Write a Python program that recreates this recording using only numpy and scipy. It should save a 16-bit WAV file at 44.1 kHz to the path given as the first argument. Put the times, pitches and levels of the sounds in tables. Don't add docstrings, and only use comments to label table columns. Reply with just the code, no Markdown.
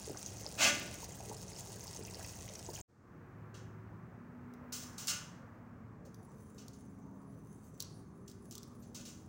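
import sys
import numpy as np
from scipy import signal
from scipy.fft import rfft, irfft
from scipy.io import wavfile

SR = 44100
rng = np.random.default_rng(int(sys.argv[2]) if len(sys.argv) > 2 else 0)


def waveform_to_disk(signal):
    frames = np.transpose(np.atleast_2d(signal))
    scaled = np.clip(frames, -1, 1) * 32767
    samples = np.round(scaled).astype(np.int16)
    wavfile.write(sys.argv[1], SR, samples)


N = 409248
TIME = np.arange(N) / SR
FLAME_OFF_S, RESUME_S = 2.815, 2.878


def from_db(db):
    return 10 ** (np.asarray(db) / 20)


def rms_one(x):
    return x / np.sqrt(np.mean(x ** 2) + 1e-20)


def level(rows):
    rows = np.array(rows)
    started = TIME >= rows[0, 0]
    return from_db(np.interp(TIME, rows[:, 0], rows[:, -1])) * started


def add(out, s, sound):
    at = max(round(s * SR), 0)
    out[at:at + len(sound)] += sound[:max(N - at, 0)]


def edge(x, hz, kind, order=2):
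    sos = signal.butter(order, np.clip(hz, 10, .45 * SR), kind, fs=SR, output="sos")
    return signal.sosfilt(sos, x)


def between(x, low_hz, top_hz):
    above = edge(x, low_hz, "high", order=3)
    return edge(above, top_hz, "low", order=1)


def resonate(x, hz, q):
    return signal.lfilter(*signal.iirpeak(hz, q, fs=SR), x)


def coloured(x, spectrum, size=8192):
    hz, db = np.transpose(spectrum)
    grid = np.log(np.fft.rfftfreq(size, 1 / SR) + 1)
    gain = from_db(np.interp(grid, np.log(hz), db))
    gain = gain * np.minimum(np.exp(grid) / hz[0], 1)
    cepstrum = irfft(np.log(gain))
    causal = (np.arange(size) < size // 2) * (np.arange(size) > 0)
    response = irfft(np.exp(rfft(2 * cepstrum * causal)))
    return signal.oaconvolve(x, response / np.linalg.norm(response))[:N]


def drift(rate):
    knots = rng.standard_normal(N // 10)
    return rms_one(np.interp(TIME * 2 * rate, np.arange(len(knots)), knots))


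def noise():
    return rng.standard_normal(N)


def tone(hz):
    return np.sin(2 * np.pi * np.cumsum(hz) / SR)


def arch(start, length):
    return np.sin(np.pi * np.clip((TIME - start) / length, 0, 1))


def grains(per_s, spread_db, clump_db):
    sizes = from_db(spread_db * np.minimum(rng.exponential(1, N), 6)) * rng.choice([-1, 1], N)
    chance = per_s * from_db(clump_db * drift(25)) / SR
    return rms_one(sizes * (rng.random(N) < chance))


def wavering(x, low_hz, high_hz, depth_db):
    out, below = 0, 0
    for hz in np.geomspace(low_hz, high_hz, num=10):
        upto = signal.sosfiltfilt(signal.butter(8, hz, fs=SR, output="sos"), x)
        wobble = from_db(depth_db * drift(7) * (hz > low_hz))
        out, below = out + (upto - below) * wobble, upto
    return out + x - below


def in_pot(x, wash_db):
    t, white = TIME[:SR], rng.standard_normal(SR)
    long_wash = edge(white, 6500, "low", order=2) * from_db(-9.0 - 60 * t / 0.54)
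    wash = long_wash + white * from_db(-60 * t / 0.039)
    return x + from_db(wash_db) * signal.oaconvolve(x, wash / np.linalg.norm(wash))[:N]


def bubble(hz, cycles, glide):
    age = np.arange(0, 1, hz / (cycles * SR))
    ring = np.sin(2 * np.pi * cycles * age * (1 + glide * age))
    return ring * from_db(-60 * age) * (1 - np.exp(-2 * cycles * age))


def bubbles(rows, cycles, glide):
    out = np.zeros(N)
    for s, db, hz in rows:
        add(out, s, from_db(db) * bubble(hz, cycles * np.sqrt(hz / 1000), glide))
    return out


def swarm(low_hz, high_hz, least_db, range_db, count):
    when, size, pitch = rng.random((count, 3)).T
    hz = low_hz * (high_hz / low_hz) ** pitch
    return np.column_stack([when * FLAME_OFF_S, least_db + range_db * size ** 3, hz])


def satellites(rows, count):
    s, db, hz = np.repeat(rows, count, axis=0).T
    late, size = rng.random((len(s), 2)).T
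    return np.column_stack([s + 0.03 * late, db - 3.5, hz * 2 ** (2.55 * size - 1.2)])


# [f/Hz, relative level/dB]
FAT_COLOUR = [(1000, -9), (1800, -13), (3500, -9.5), (5000, -8), (6300, -2.5), (7500, -4.5), (9000, -5.5),
              (11000, -12), (13500, -30.5), (16000, -25.5)]
# [t/s, level/dB before a shared gain, starting f/Hz]
FAT_POPS = [(0.173, -35.5, 5900), (0.2622, -30.5, 6200), (0.4644, -31.5, 4920), (1.607, -39, 6900),
            (1.8077, -39, 6000), (1.9644, -36, 6000), (2.0513, -38, 5730), (2.1455, -39, 4550),
            (2.5561, -37, 5610), (2.664, -39, 6460), (2.7528, -37.5, 6440)]
# [t/s, level/dB before a shared gain, starting f/Hz]
GRAVY_BUBBLES = [(0.077, -32.5, 393), (0.104, -34, 290), (0.147, -39.5, 1340), (0.462, -39.5, 540),
                 (1.203, -37, 690), (1.298, -34, 404), (1.317, -39.5, 720), (1.991, -37, 402),
                 (2.081, -44.5, 2470), (2.194, -38.5, 690), (2.246, -41, 2440), (2.479, -43, 2100),
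                 (2.687, -33.5, 334), (2.761, -40, 2960)]
# [f/Hz, relative level/dB]
BURNER_COLOUR = [(15, -55.5), (25, -19.5), (104, 2.5), (149, -3.5), (189, -2.5), (250, -13), (288, -12.5),
                 (381, -13.5), (430, -12), (494, -15), (709, -15), (1040, -23), (3000, -35), (3900, -58.5),
                 (6600, -120)]


def simmer():
    fat = coloured(grains(6500, spread_db=6.0, clump_db=2.5), FAT_COLOUR)
    fat = from_db(-59.0 + 1.5 * drift(9.6)) * fat
    froth = grains(5000, spread_db=3, clump_db=2)
    fizz = coloured(froth, [(3500, -20), (5200, -7.5), (6400, -0.5), (7800, -13.5), (11000, -22.0)])
    fizz = from_db(-63 + 4.1 * drift(22)) * fizz
    spatter = grains(60, spread_db=2.5, clump_db=2)
    ticks = from_db(-65.5) * coloured(spatter, [(4000, -23), (8500, 1.5), (13000, -13), (16000, -6.5)])

    pops = from_db(4.5) * bubbles(FAT_POPS, cycles=14, glide=.15)
    pips = bubbles(swarm(4800, 8000, least_db=-49.5, range_db=11.5, count=200), cycles=20, glide=.08)
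    blips = bubbles(swarm(1300, 3500, least_db=-60.0, range_db=10, count=400), cycles=21, glide=0.21)
    plops = bubbles(GRAVY_BUBBLES, cycles=16, glide=.18)
    plops = plops + bubbles(satellites(GRAVY_BUBBLES, count=3), cycles=12, glide=.15)
    gurgle = bubbles(swarm(330, 1000, least_db=-52.5, range_db=10.5, count=150), cycles=18, glide=0.22)

    burner = from_db(-51.0) * coloured(noise(), BURNER_COLOUR)
    food = fat + fizz + ticks + pops + pips + blips + from_db(1) * plops + gurgle
    return in_pot(food, wash_db=-6.5) + burner


def burst(boiling, swell, t60):
    t = TIME[:SR]
    envelope = np.minimum(t / swell, 1) * from_db(-60 * np.maximum(t - swell, 0) / t60)
    return envelope * np.roll(boiling, rng.integers(N))[:SR]


def spit(boiling):
    out, swell_s = np.zeros(N), 0.072
    hiss = from_db(-22.5) * between(burst(boiling, swell_s, t60=0.31), low_hz=1050, top_hz=3520)
    puff = from_db(-34.5) * between(burst(boiling, swell_s, t60=0.89), low_hz=200, top_hz=443)
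    afterboil = from_db(-28.5) * between(burst(boiling, swell_s, t60=0.82), low_hz=1628, top_hz=1300)
    add(out, .574, hiss + puff + afterboil)
    return out


# [f/Hz, relative level/dB]
POT_RESONANCES = [(583, 3), (1182, 5), (1461, 7), (1644, -2), (1764, -1), (2064, 7), (2224, -3), (2378, 0),
                  (2454, -1), (2482, -1), (2648, 5), (2860, 3), (3031, 2), (3313, 5), (5076, 0), (5388, 1),
                  (5993, -1), (6227, 0), (6395, 1), (6530, -1), (7200, 0), (7570, 0), (9256, 3)]
POT_T60_S = .36


def pot_ringing(x):
    out, keep = 0, from_db(-120 / (POT_T60_S * SR))
    for hz, db in POT_RESONANCES:
        near = resonate(x + 1e-18, hz, q=hz / 300)
        stored = signal.lfilter([1 - keep], [1, -keep], near ** 2 + 1e-24)
        out = out + from_db(db) * np.sqrt(stored) * tone(hz + 3 * drift(12))
    return out


# [f/Hz, relative level/dB]
STEAM_COLOUR = [(170, 6.5), (300, 11.5), (420, -4.5), (600, 10), (1000, -8), (1500, -3), (2700, -2),
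                (4100, -4.5), (5200, -1.5), (6400, 3), (8200, -5), (9500, -6), (11000, -13), (13500, -16),
                (16000, -10)]


def boil_off():
    boiling = grains(14000, spread_db=1.5, clump_db=2)
    hiss = from_db(2.0) * coloured(spit(boiling) + flares(boiling), STEAM_COLOUR)
    return in_pot(hiss, wash_db=-7) + from_db(-5.5) * pot_ringing(hiss)


DRONE_S, DRONE_RISE_PER_S = 1.204, 0.02407


def faint_engines(count):
    low_hz, top_hz, low_end_db, loss_db_per_octave = 140.8, 480, -58, 6
    when, pitch = rng.random((count, 2)).T
    octaves = pitch * np.log2(top_hz / low_hz)
    place = (np.arange(count) + when) / count
    start = RESUME_S - DRONE_S / 2 + place * (TIME[-1] - RESUME_S)
    return np.column_stack([start, low_hz * 2 ** octaves, low_end_db - loss_db_per_octave * octaves])


def engines(rows):
    out, waver, t = np.zeros(N), drift(5), TIME[:round(DRONE_S * SR)]
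    for start, hz, db in rows:
        pitch = hz * (1 + DRONE_RISE_PER_S * t) + np.roll(waver, rng.integers(N))[:len(t)]
        add(out, start, from_db(db) * np.sin(np.pi * t / DRONE_S) * tone(pitch))
    return out


# [f/Hz, relative level/dB]
HUM_COLOUR = [(15, -53), (25, -27.5), (54, -6.5), (112, 3.5), (158, 0.5), (193, -2), (222, 0), (271, -5.5),
              (300, -6), (389, -10.5), (447, -12), (816, -21.5), (1190, -20), (1850, -55), (3000, -103),
              (3900, -69), (6600, -120)]
# [start t/s, starting f/Hz, level/dB before fade-in and wavering]
NEAREST_ENGINES = [(3.1, 106, -50.5), (3.1, 368, -62.5), (4.0, 242, -52), (5.35, 108, -56),
                   (5.35, 179, -58.5), (6.55, 191, -55), (6.45, 266, -55.5), (7.65, 391, -62.5),
                   (8.25, 235, -56)]
# [t/s when nearest, level/dB before fade-in]
VEHICLE_PASSES = [(3.55, -63), (5.0, -59.5)]
# [f/Hz, relative level/dB]
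RUSH_COLOUR = [(500, -3), (800, -0.5), (1150, 1.5), (1700, -2), (2400, -12.5), (3300, -26), (6000, -37.5)]


def kitchen():
    fade_in_s, fade_depth_db = 0.25, 14.5
    fade_in = from_db(-fade_depth_db * np.clip(1 - (TIME - RESUME_S) / fade_in_s, 0, 1))
    hum = from_db(-54.5) * coloured(noise(), HUM_COLOUR)
    hum = hum + engines(NEAREST_ENGINES) + engines(faint_engines(count=26))
    hum = wavering(hum, low_hz=464, high_hz=2620, depth_db=4.0)

    half_s, floor_db = 0.69, -72.5
    passing = sum((from_db(db) / (1 + ((TIME - s) / half_s) ** 2)) ** 2 for s, db in VEHICLE_PASSES)
    rush = np.sqrt(passing + from_db(floor_db) ** 2) * coloured(noise(), RUSH_COLOUR)
    hiss_colour = [(2000, -5.0), (6300, 5), (8500, -1.5), (13000, -17), (16000, -17)]
    hiss = from_db(-86.5) * coloured(noise(), hiss_colour)
    return fade_in * (hum + rush) + hiss


# [f/Hz, width f/Hz, relative level/dB]
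HOLLOW_MODES = [(1387, 280, -1), (2240, 960, -20), (2850, 205, -6.5)]


def oil_flare(boiling, db, t60, top_hz):
    swell_s, full_db, growth = 0.0048, -33.5, 0.31
    hiss = between(burst(boiling, swell_s, t60), low_hz=3780, top_hz=top_hz)
    push = from_db(growth * (db - full_db)) * burst(boiling, swell_s, t60=0.44)
    hollow = sum(from_db(mode_db) * resonate(push, hz, q=hz / width) for hz, width, mode_db in HOLLOW_MODES)
    return from_db(db) * (hiss + edge(hollow, 1100, "high", order=3))


# [t/s, level/dB before shared filters, 60 dB fall t/s, top edge f/Hz]
OIL_FLARES = [(3.54, -47.5, 0.34, 2000), (4.722, -41, 0.53, 14150), (4.978, -44, 0.47, 12100),
              (5.076, -30.5, 0.32, 8000), (6.049, -65.5, .2, 14000), (6.578, -52, 0.33, 3950),
              (6.729, -63, 0.15, 10000), (7.796, -50, .1, 12070), (8.275, -58, 0.2, 13000),
              (8.509, -56, 0.36, 11900), (8.82, -64.5, 0.27, 9000), (8.945, -46.5, 0.4, 5900),
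              (9.049, -48.5, 0.42, 8000)]


def flares(boiling):
    out = np.zeros(N)
    for s, db, t60, top_hz in OIL_FLARES:
        add(out, s, oil_flare(boiling, db, t60, top_hz))
    return out


# [t/s, level/dB before a shared gain and filters]
COAL_SNAPS = [(4.5376, -48.5), (4.723, -40), (4.982, -33), (5.072, -22), (6.1445, -45), (6.6819, -37.5),
              (7.8036, -22.5), (7.824, -29), (8.2806, -43.5), (8.298, -42), (8.314, -41.5), (8.5108, -37),
              (8.525, -39), (8.553, -30), (8.58, -32.5), (8.6312, -38.5), (8.9464, -38.5)]
# [f/Hz, relative level/dB]
COAL_COLOUR = [(1500, 0), (2500, -11), (3300, -0.5), (5000, 9.5), (6300, 8), (8000, 4), (10000, -0.5),
               (13000, -8), (16000, -5)]


def snaps():
    out, t = np.zeros(N), TIME[:SR // 20]
    for s, db in COAL_SNAPS:
        splinters = 0.33 * rng.standard_normal(len(t)) * from_db(-60 * t / 0.013)
        click = t == 0
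        add(out, s, from_db(db + 0.5) * (splinters + click))
    bright = edge(coloured(out, COAL_COLOUR), 2500, "high", order=6)
    return in_pot(bright, wash_db=-6.0)


# [f/Hz, relative level/dB]
FILM_COLOUR = [(2500, 5), (5000, 1), (6300, 11), (8000, 10), (10000, 13.5), (12000, -16), (16000, 6)]
# [centre f/Hz, relative level/dB]
COAL_PORES = [(6150, -12.5), (7400, -24.5), (9500, -22), (10200, -15), (13000, -20.5)]
# [start t/s, starting f/Hz, glide in Hz per s, level/dB before reflections]
PORE_WHISTLES = [(7.88, 9700, -3300, -75), (8.37, 9900, 2297.5, -76)]
# [t/s, level/dB before a shared gain]
FRYING_LEVEL = [(6.09, -94), (6.21, -83.5), (6.74, -82), (7.09, -90), (7.53, -81), (8.33, -89),
                (8.45, -80.5), (8.68, -83.5), (9.28, -87)]


def frying():
    film = from_db(-6.5) * coloured(grains(1800, spread_db=4.5, clump_db=4.5), FILM_COLOUR)
    film = wavering(film, low_hz=4000, high_hz=14000, depth_db=3.5)
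    strands = 0
    for hz, db in COAL_PORES:
        loudness = from_db(db - 2 + 6 * drift(20))
        pitch = hz * (1 + .022 * drift(9) + .032 * drift(1500))
        strands = strands + loudness * tone(pitch)
    whistle = 0
    for s, hz, glide, db in PORE_WHISTLES:
        pitch = (hz + glide * (TIME - s)) * (1 + .008 * drift(400))
        whistle = whistle + from_db(db) * arch(s, length=0.17) * tone(pitch)
    fry = from_db(10) * level(FRYING_LEVEL) * (film + from_db(2.0) * strands)
    return in_pot(fry + whistle, wash_db=-1.0)


def scene():
    first = np.clip((FLAME_OFF_S - TIME) / .003, 0, 1)
    second = np.clip((TIME - RESUME_S) / .02, 0, 1)
    return (first * simmer() + second * (kitchen() + snaps() + frying()) + boil_off())[None]


def record(dry):
    port = resonate(dry, 15400, q=11)
    cut = signal.ellip(10, .3, 70, 15900, fs=SR, output="sos")
    return signal.sosfilt(cut, dry + from_db(8.0) * port)


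dry = scene()
out = record(dry)
waveform_to_disk(out)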